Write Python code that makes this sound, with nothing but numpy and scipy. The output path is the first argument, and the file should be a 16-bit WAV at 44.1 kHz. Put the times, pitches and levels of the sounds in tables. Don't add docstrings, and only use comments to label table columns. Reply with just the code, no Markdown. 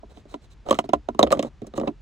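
import sys
import numpy as np
from scipy import signal
from scipy.fft import rfft, irfft, next_fast_len
from scipy.io import wavfile
from scipy.ndimage import uniform_filter1d

SR = 44100
rng = np.random.default_rng(int(sys.argv[2]) if len(sys.argv) > 2 else 0)


def file_out(sig):
    cols = np.atleast_2d(sig).T
    lim = np.clip(cols, -1, 1)
    pcm = np.round(lim * 32767).astype(np.int16)
    wavfile.write(sys.argv[1], SR, pcm)


N = 88817
RING = 11025
RIM, WALL, BASE = 342, 553, 610


def knocks():
    # start in seconds, levels in dB of thud, knock, clack, click and snap, spot struck.
    contacts = [ (0.032, -44, -41.5, -53.5, -75, -90, RIM), (0.172, -43.5, -48.5, -57, -58.5, -75, RIM),
                (.254, -46.5, -51, -72, -73, -79, BASE), (.341, -31.5, -33.5, -36, -45.5, -60, RIM),
                (.664, -45, -44.5, -49.5, -60, -70.5, BASE), (0.6867, -34, -27, -38, -45, -51, BASE),
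                (.696, -43.5, -32, -40, -42.5, -47, WALL), (.7089, -18.5, -12.5, -15.5, -26.5, -33, WALL),
                (0.726, -28.5, -23, -24.5, -37, -46, WALL), (.7435, -33.5, -44.5, -41, -41, -48.5, BASE),
                (0.7509, -37, -44, -39.5, -47, -53, BASE), (0.7883, -25, -17.5, -21.5, -27, -37.5, RIM),
                (.841, -35.5, -36.5, -53, -54.5, -70, RIM), (0.8907, -28.5, -30, -40.5, -45, -53, RIM),
                (0.9335, -18.5, -13, -16, -33, -41, RIM), (1.0872, -26, -23, -32, -44.5, -54, RIM),
                (1.147, -35, -47, -43, -58.5, -67, RIM), (1.1918, -17, -12, -14, -29, -32.5, WALL),
                (1.211, -25, -18.5, -30, -46, -62.5, WALL), (1.2292, -14.5, -12, -19, -24, -33.5, WALL),
                (1.266, -28.5, -30, -43, -50.5, -65.5, BASE), (1.272, -31, -25, -42.5, -41.5, -60, BASE),
                (1.305, -28.5, -37.5, -39.5, -40, -53, BASE), (1.310, -27, -24.5, -32, -42, -55, WALL),
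                (1.318, -32, -21, -31.5, -32, -39, BASE), (1.324, -24, -12, -15, -28.5, -32.5, BASE),
                (1.349, -33, -30, -44.5, -49.5, -64.5, WALL), (1.372, -29, -35.5, -44, -52, -60.5, WALL),
                (1.393, -20.5, -19, -35, -33.5, -42, WALL), (1.4268, -28, -30, -36.5, -39, -42, BASE),
                (1.447, -32.5, -29, -43.5, -58, -71, WALL), (1.618, -29.5, -40.5, -63, -58, -65.5, BASE),
                (1.643, -48.5, -45, -57, -68.5, -81, BASE), (1.668, -41, -47, -60, -68, -54, BASE),
                (1.738, -36.5, -36.5, -44, -53.5, -69, BASE), (1.7753, -43.5, -37, -49.5, -50, -46.5, WALL),
                (1.779, -22.5, -22.5, -49, -47, -60, WALL), (1.798, -28.5, -31, -41, -48.5, -53, WALL),
                (1.8124, -25, -27, -39, -51.5, -63, BASE), (1.8333, -26, -26.5, -47, -64.5, -74, WALL),
                (1.873, -28.5, -27.5, -35, -45, -67, WALL), (1.877, -22.5, -26.5, -33.5, -44.5, -56, RIM)]
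    # low and high edge in Hz, rise and t60 in seconds,
    # cabin tail's level in dB and t60 in seconds, dense modes' level in dB.
    registers = [(63, 440, 0.004486, .08, -19, 0.096, -2), (450, 2000, 0.001676, 0.021, -16.5, 0.069, -1),
                 (825, 1500, 0.002045, 0.036, -21, .072, -3.5), (1450, 5200, .0006, .011, -13, .05, 9),
                 (4730, 30000, .0004, 0.014, -14.5, .058, 5.5)]
    out = np.zeros((2, N))
    for start, *levels_db, spacing_hz in contacts:
        contact = sum(amp(db) * knock_register(row, spacing_hz) for db, row in zip(levels_db, registers))
        add(out, start, contact)
    return out


def knock_register(register, spacing_hz):
    # pitch in Hz, level in dB, t60 in seconds.
    console_modes = [(138.9, -20, .3), (228.7, 0, .11), (294, 1.5, .1), (398, 4, .045), (552, 10, .048),
                     (665, 5, .033), (711, -1, .045), (988, -2.5, .031), (1150, -7, .039), (1262, -9, .031)]
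    shell_modes = [(2051, 3, 0.046), (2340, -7, 0.023), (3050, 4.5, 0.042), (3760, 8, 0.0055)]
    # frequency in Hz, level in dB.
    dense_colour = [(60, -12), (240, 1.5), (450, 6.5), (720, 18.5), (1000, 0), (1250, -7.5), (1480, -12.5),
                    (2200, -8), (3900, -8.5), (4800, -19.5), (6200, -12.5), (9400, -21.5), (10400, -34),
                    (15600, -30)]
    low_hz, high_hz, rise, t60, tail_db, tail_t60, dense_db = register
    scatter_db, detune = 3, 0.03
    t = np.arange(RING) / SR
    clear = np.zeros((2, RING))
    modes = console_modes + shell_modes
    for (hz, db, mode_t60), (swell, bend) in zip(modes, rng.standard_normal((len(modes), 2))):
        if low_hz < hz < high_hz:
            wave = np.sin(2 * np.pi * hz * (1 + detune * bend) * (t - rise))
            decay = amp(db + scatter_db * swell - 60 * t / mode_t60)
            clear += spot_gain(hz, spacing_hz) * decay * wave
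    f = np.fft.rfftfreq(RING, 1 / SR)
    in_band = (f > low_hz) & (f < high_hz)
    dense = noise(dense_colour, RING, lambda hz: spot_gain(hz, spacing_hz) * grip_gain(hz) * in_band)
    dense *= np.hypot(amp(-60 * t / t60), amp(tail_db - 60 * t / tail_t60))
    attack = 1 - np.exp(-(t / rise) ** 2)
    return unit_blow(unit_blow(clear * attack) + amp(dense_db) * unit_blow(dense * attack))


def spot_gain(hz, spacing_hz, depth_db=10):
    middle = (hz > 450) & (hz < 1500)
    return amp(depth_db * np.cos(2 * np.pi * hz / spacing_hz) * middle)


def grip_gain(hz, spread_db=3, width_hz=450):
    steps = np.arange(0, SR / 2, width_hz)
    bumps = np.interp(hz, steps, rng.standard_normal(len(steps)))
    return amp(spread_db * bumps * (hz > 1500))


def catch_and_tap():
    # pitch in Hz, level in dB, t60 in seconds.
    catch_modes = [(3560, -1.5, .023), (3790, 7, 0.019), (6150, -6.5, 0.024)]
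    tap_modes = [(2309, -3, .03), (2611, 0, .04)]
    return ping(catch_modes, start=1.2294, db=-19.5) + ping(tap_modes, start=1.8775, db=-40.5)


def ping(modes, start, db):
    t = np.maximum(np.arange(N)[None] / SR - start, 0)
    ring = sum(amp(mode_db - 60 * t / t60) * np.sin(2 * np.pi * hz * t) for hz, mode_db, t60 in modes)
    return amp(db) * unit_blow(ring)


def console_sags(hz=64, rise_s=0.018):
    # start in seconds, level in dB.
    pushes = [(0.952, -35), (1.241, -31.5)]
    out = np.zeros((2, N))
    t = np.arange(RING)[None] / SR
    swing = t / rise_s * np.exp(1 - t / rise_s) * np.sin(2 * np.pi * hz * t)
    for start, db in pushes:
        add(out, start, amp(db) * swing)
    return out


def slides(grain_db=1.5):
    # start and length in seconds, hiss and scuff levels in dB.
    strokes = [(0.09, 0.046, -61, -53.5), (0.13, 0.097, -62.5, -56.5), (0.275, 0.096, -58, -53),
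               (0.409, 0.062, -62, -60), (0.498, 0.048, -59, -72.5), (0.652, .07, -55.5, -35.5),
               (0.723, 0.07, -54, -44.5), (0.84, 0.028, -58, -45.5), (1.3, .11, -60, -34.5),
               (1.427, 0.065, -56, -39.5), (1.661, 0.023, -56.5, -48.5), (1.751, 0.038, -48.5, -39),
               (1.794, 0.13, -66, -39.5)]
    # frequency in Hz, level in dB.
    hiss_colour = [(1500, 1.5), (3000, -0.5), (4000, 7), (5000, -5), (6300, -0.5), (9400, -7.5),
                   (10500, -23), (16000, -15.5)]
    scuff_colour = [(110, -3.5), (220, 4.5), (750, 1.5), (1600, -19.5), (7000, -48.5)]
    grain = amp(grain_db * unit_rms(uniform_filter1d(rng.standard_normal(N), size=110)))
    hiss = unit_rms(noise(hiss_colour, N) * grain)
    scuff = unit_rms(noise(scuff_colour, N))
    t = np.arange(N) / SR
    out = np.zeros((2, N))
    for start, length, hiss_db, scuff_db in strokes:
        swell = np.sin(np.pi * np.clip((t - start) / length, 0, 1))
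        out += swell * (amp(hiss_db) * hiss + amp(scuff_db) * scuff)
    return out


def cabin_rumble(db=-50):
    # frequency in Hz, level in dB.
    cabin_colour = [(20, -18), (45, 8.5), (100, -5), (250, -16.5), (620, -25.5), (1200, -27.5),
                    (3600, -35.5), (7000, -43.5), (11000, -61), (16000, -72.5)]
    return amp(db) * unit_rms(noise(cabin_colour, N))


def at_microphones(sound, ripple_width_hz=428.4):
    # frequency in Hz, left minus right level in dB.
    balance = [(60, 3), (160, -2.5), (600, -1.76), (2500, -4.5), (10000, -0.6)]
    # frequency in Hz, phase lead of the left side in radians.
    lead = [(330, -.15), (560, -0.39), (800, -1.95), (1150, -1.01), (3000, -1.37)]
    # frequency in Hz, scatter of that lead in radians per unit of wander.
    ripple = [(1400, .058), (3500, 0.89)]
    size = next_fast_len(N + RING)
    hz = np.fft.rfftfreq(size, 1 / SR)
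    wander = np.interp(hz / ripple_width_hz, np.arange(200), rng.uniform(-2, 2, 200))
    phase = curve(lead, hz) + curve(ripple, hz) * wander
    sides = np.array([[0.5], [-0.5]])
    response = amp(sides * curve(balance, hz)) * np.exp(1j * sides * phase)
    return irfft(rfft(sound, size) * response, size)[:, :N]


def noise(colour, size, gain=lambda hz: 1, alike=0.87):
    left, spread = rfft(rng.standard_normal((2, size)))
    right = alike * left + np.sqrt(1 - alike ** 2) * spread
    hz = np.fft.rfftfreq(size, 1 / SR)
    return irfft(np.array([left, right]) * amp(curve(colour, hz)) * gain(hz), size)


def amp(db):
    return 10 ** (np.asarray(db) / 20)


def curve(points, hz):
    f, value = np.transpose(points)
    return np.interp(np.log(hz + 1), np.log(f + 1), value)


def add(mix, start, sound):
    part = mix[:, max(round(start * SR), 0):][:, :sound.shape[1]]
    part += sound[:, :part.shape[1]]


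def unit_rms(x):
    return x / np.sqrt(np.mean(x ** 2) + 1e-20)


def unit_blow(x):
    return x / np.sqrt(np.sum(x.mean(0) ** 2) / (0.01 * SR) + 1e-20)


def scene():
    handling = knocks() + catch_and_tap() + console_sags() + slides()
    return at_microphones(handling) + cabin_rumble()


def record(dry):
    rounded = dry / (1 + dry ** 6) ** (1 / 6)
    lowpass = signal.firwin(511, cutoff=16600, window=("kaiser", 9), fs=SR)
    return signal.oaconvolve(rounded, lowpass[None], "same")


dry = scene()
out = record(dry)
file_out(out)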